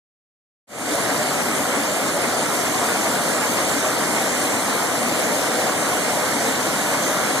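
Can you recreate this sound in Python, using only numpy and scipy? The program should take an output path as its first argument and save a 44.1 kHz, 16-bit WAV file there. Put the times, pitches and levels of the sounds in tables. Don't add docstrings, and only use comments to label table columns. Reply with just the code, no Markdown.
import sys
import numpy as np
from scipy import signal
from scipy.fft import rfft, irfft, next_fast_len
from scipy.io import wavfile
from scipy.ndimage import uniform_filter1d, map_coordinates

SR = 44100
rng = np.random.default_rng(int(sys.argv[2]) if len(sys.argv) > 2 else 0)


def pcm_store(signal):
    levels = np.round(np.clip(np.atleast_2d(signal), -1, 1) * 32767)
    wavfile.write(sys.argv[1], SR, levels.astype(np.int16).T)


N = 326340

# frequency_hz, level_db
PLUNGE_SPECTRUM = [(25, -45), (45, -33), (65, -29.5), (90, -15), (165, -6.5), (205, -4), (255, -1.8),
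                   (300, -1), (340, -6), (480, -13), (900, -54)]
GURGLE_SPECTRUM = [(150, -44), (300, -11.5), (385, -4), (470, -2.5), (530, -2), (595, -1), (745, -2.5),
                   (850, -9), (1100, -17), (2000, -38)]
FOAM_SPECTRUM = [(450, -36), (800, -1), (1000, -1), (1450, -1.5), (1700, -2.5), (2050, -2.5), (2500, -6.5),
                 (3200, -12.5), (6000, -38)]
SPRAY_SPECTRUM = [(1200, -64), (2800, -5), (3800, -4.5), (5000, -4.5), (6300, -2), (7800, -0.5), (9500, -3),
                  (11500, -7.5), (13800, -11)]
# time_s, lift_db
POOL_BOIL = [(1.2, 0), (1.6, -0.3), (2.3, 0.1), (3.0, 0), (3.7, 0.5), (4.7, -0.3), (5.3, 1.7), (5.9, 1),
             (6.3, 0.2), (7.0, -0.2)]
# time_s, lift_db
WHITE_WATER = [(2.0, -0.5), (3.0, 0.5), (5.0, 0), (7.0, 0.3)]
# start_s, pitch_hz, level_db
AIR_POCKETS = [(0.912, 295, -28), (0.94, 556, -31), (1.105, 273, -26.5), (1.195, 603, -25),
               (1.495, 308, -28), (1.727, 698, -30), (1.756, 840, -30), (1.768, 283, -25),
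               (2.145, 574, -26), (2.755, 754, -30), (2.81, 697, -26), (3.048, 640, -30),
               (3.755, 280, -27.5), (4.16, 558, -29), (5.06, 250, -30), (5.318, 587, -27),
               (5.576, 765, -28), (5.916, 717, -27), (6.168, 658, -27), (6.467, 460, -26), (6.48, 267, -29),
               (7.308, 268, -26.5)]
# centre_s, gurgle_lift_db, foam_lift_db
WATER_CLUMPS = [(0.96, 2.4, -2), (1.21, 1, 0), (1.40, 5, 1.8), (1.75, 2.5, 1.5), (2.24, 1.5, 1),
                (2.35, 4.5, -1.5), (2.83, 2.8, 0.5), (2.92, 2.5, 3), (3.07, 1, 2), (3.43, 0.5, 1.5),
                (3.59, 2, 2.5), (3.86, 4, 0), (4.01, 0, 1.5), (4.17, 1, 3), (5.2, 1.5, 1.2),
                (5.59, 1.8, 0.3), (5.69, 1.5, 2.5), (6.18, 2, 0.5), (6.48, 3, -1), (6.95, 2, 2),
                (7.31, 3, 1.5)]
# frequency_hz, coherence
STEREO_COHERENCE = [(55, .2), (100, 0.75), (170, 0.76), (225, 0.83), (312, 0.78), (350, 0.55), (400, 0.28),
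                    (450, 0.52), (510, .81), (700, 0.89), (840, 0.81), (1000, 0.94), (1200, 1), (1350, 1),
                    (1500, .88), (1700, 0.6), (1950, 0.14), (2300, .45), (2430, .75), (2520, 1), (2710, 1),
                    (2770, .78), (2870, 0.55), (3220, 0.33), (3550, 0.68), (3760, .98), (4130, .98),
                    (4250, 0.52), (4720, 0.2), (5150, 0.47), (5500, 0.22), (8000, 0.2), (13500, 0.18)]
# frequency_hz, difference_db
STEREO_BALANCE = [(55, 1), (100, 5), (175, 4.5), (310, 2), (400, 4.4), (600, 1.2), (850, 1.4), (1300, -0.4),
                  (1700, -2.5), (2200, -3), (2430, -1.8), (2520, 0), (2710, 0), (2900, -2), (3200, -2),
                  (3800, 0), (4150, 0), (4600, -1.3), (5200, -0.4), (10000, -0.1)]
# frequency_hz, lead_rad
STEREO_PHASE = [(100, 0.33), (250, 0.05), (340, .5), (420, -.5), (520, -0.2), (780, 0.12), (1200, 0),
                (1370, 0), (1700, -.9), (2020, -1.5), (2380, -3.14), (2880, -3.14), (3250, -1.25),
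                (3750, 0), (3900, 0), (4170, -0.6), (4650, 0), (5000, .1), (5600, .15)]

PLUNGE_DB, GURGLE_DB, FOAM_DB, SPRAY_DB = -31, -27.5, -26, -26


def amp(db):
    return 10 ** (np.asarray(db) / 20)


def unit_rms(x):
    return x / np.sqrt(np.mean(x ** 2) + 1e-20)


def curve_at(points, hz):
    knots_hz, values = np.transpose(points)
    return np.interp(np.log(hz + 1), np.log(knots_hz + 1), values)


def filtered(x, response):
    size = next_fast_len(N + 8192)
    hz = np.fft.rfftfreq(size, 1 / SR)
    return irfft(rfft(x, size) * response(hz), size)[..., :N]


def coloured(x, spectrum):
    return unit_rms(filtered(x, lambda hz: amp(curve_at(spectrum, hz))))


def surge(depth_db, rate_hz):
    knots = rng.standard_normal(int(N * rate_hz / SR) + 4)
    return depth_db * map_coordinates(knots, [np.arange(N) * rate_hz / SR])


def drift(points):
    return np.interp(np.arange(N) / SR, *np.transpose(points))


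def rush(patchy_db):
    spectra = signal.stft(rng.standard_normal((2, N)), nperseg=512)[2]
    patches = uniform_filter1d(rng.standard_normal(spectra.shape), size=7, axis=1)
    patches = uniform_filter1d(patches, size=12, axis=2)
    return signal.istft(spectra * amp(patchy_db * unit_rms(patches)), nperseg=512)[1][:, :N]


def bubbles(count, low_hz, high_hz, decay_cycles, scatter_db, rise):
    when, pitch, rank, pan = rng.random((count, 4)).T[:, :, None]
    hz = low_hz * (high_hz / low_hz) ** pitch
    samples = np.arange(min(int(3 * decay_cycles * SR / low_hz), 3000000 // count))
    turns = (hz * samples / SR).astype(np.float32)
    age = turns / decay_cycles
    height = hz * amp(-scatter_db * np.log(np.maximum(rank, .003)))
    rings = height * np.exp(-age) * np.sin(2 * np.pi * turns * (1 + rise * age / 2))
    at = ((when * N).astype(int) + samples).ravel()
    return np.array([np.bincount(at, (rings * np.sqrt(share)).ravel(), N)[:N]
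                     for share in (pan, 1 - pan)])


def water(spectrum, wash, grains, grain_db):
    return unit_rms(coloured(wash, spectrum) + amp(grain_db) * coloured(grains, spectrum))


def plunge():
    pockets = bubbles(count=600, low_hz=200.5, high_hz=348, decay_cycles=5, scatter_db=1.5, rise=0.015)
    level_db = PLUNGE_DB + surge(depth_db=0.22, rate_hz=7.3)
    return amp(level_db) * water(PLUNGE_SPECTRUM, rush(patchy_db=0.5), pockets, grain_db=-10)


def gurgle(lift_db):
    notes = bubbles(count=1400, low_hz=438.2, high_hz=797, decay_cycles=12.2, scatter_db=1.5, rise=0.025)
    level_db = GURGLE_DB + drift(POOL_BOIL) + lift_db + surge(depth_db=0.32, rate_hz=6.3)
    return amp(level_db) * water(GURGLE_SPECTRUM, rush(patchy_db=0.5), notes, grain_db=-5.5)


def foam(lift_db):
    froth = bubbles(count=4500, low_hz=797.5, high_hz=2760, decay_cycles=7.1, scatter_db=2, rise=0.042)
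    level_db = FOAM_DB + drift(WHITE_WATER) + lift_db + surge(depth_db=0.13, rate_hz=4.34)
    return amp(level_db) * water(FOAM_SPECTRUM, rush(patchy_db=1.6), froth, grain_db=-6.5)


def spray():
    drops = bubbles(count=11000, low_hz=2640, high_hz=12100, decay_cycles=2.2, scatter_db=2, rise=0.039)
    level_db = SPRAY_DB + drift(WHITE_WATER) + surge(depth_db=0.16, rate_hz=14)
    return amp(level_db) * water(SPRAY_SPECTRUM, rush(patchy_db=2.5), drops, grain_db=-7.5)


def gulps(attack_s=0.013, rise_per_s=0.3):
    track = np.zeros(N + SR)
    t = np.arange(SR // 4) / SR
    envelope = t / attack_s * np.exp(1 - t / attack_s)
    for start_s, pitch_hz, level_db in AIR_POCKETS:
        turns = rng.random() + pitch_hz * t * (1 + rise_per_s * t / 2)
        track[round(start_s * SR):][:len(t)] += amp(level_db) * envelope * np.sin(2 * np.pi * turns)
    return track[:N]


def clumps(half_width_s=0.015):
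    centre_s, *lifts_db = np.transpose(WATER_CLUMPS)
    landings = np.exp(-((np.arange(N) / SR - centre_s[:, None]) / half_width_s) ** 2)
    return np.array(lifts_db) @ landings


def stereo_widening(pair, treble_hz=3900, treble_lead_s=1 / 2600):
    def blend_rad(hz):
        return np.arcsin(np.clip(curve_at(STEREO_COHERENCE, hz), 0, 1)) / 2

    def level_and_phase(hz):
        side = np.array([[.5], [-.5]])
        treble_rad = 2 * np.pi * treble_lead_s * np.maximum(hz - treble_hz, 0)
        lead_rad = curve_at(STEREO_PHASE, hz) + treble_rad
        return amp(side * curve_at(STEREO_BALANCE, hz)) * np.exp(1j * side * lead_rad)

    own = filtered(pair, lambda hz: np.cos(blend_rad(hz)))
    shared = filtered(pair[::-1], lambda hz: np.sin(blend_rad(hz)))
    return filtered(own + shared, level_and_phase)


def scene():
    gurgle_lift_db, foam_lift_db = clumps()
    return stereo_widening(plunge() + gurgle(gurgle_lift_db) + foam(foam_lift_db) + spray() + gulps())


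def record(dry):
    fade_start_s, fade_end_s = 0.67, 0.95
    cutoff_hz, edge_hz = 13920, 50
    ramp = np.clip((np.arange(N) / SR - fade_start_s) / (fade_end_s - fade_start_s), 0, 1)
    return filtered(dry * ramp ** 1.1, lambda hz: (1 - np.tanh((hz - cutoff_hz) / edge_hz)) / 2)


dry = scene()
out = record(dry)
pcm_store(out)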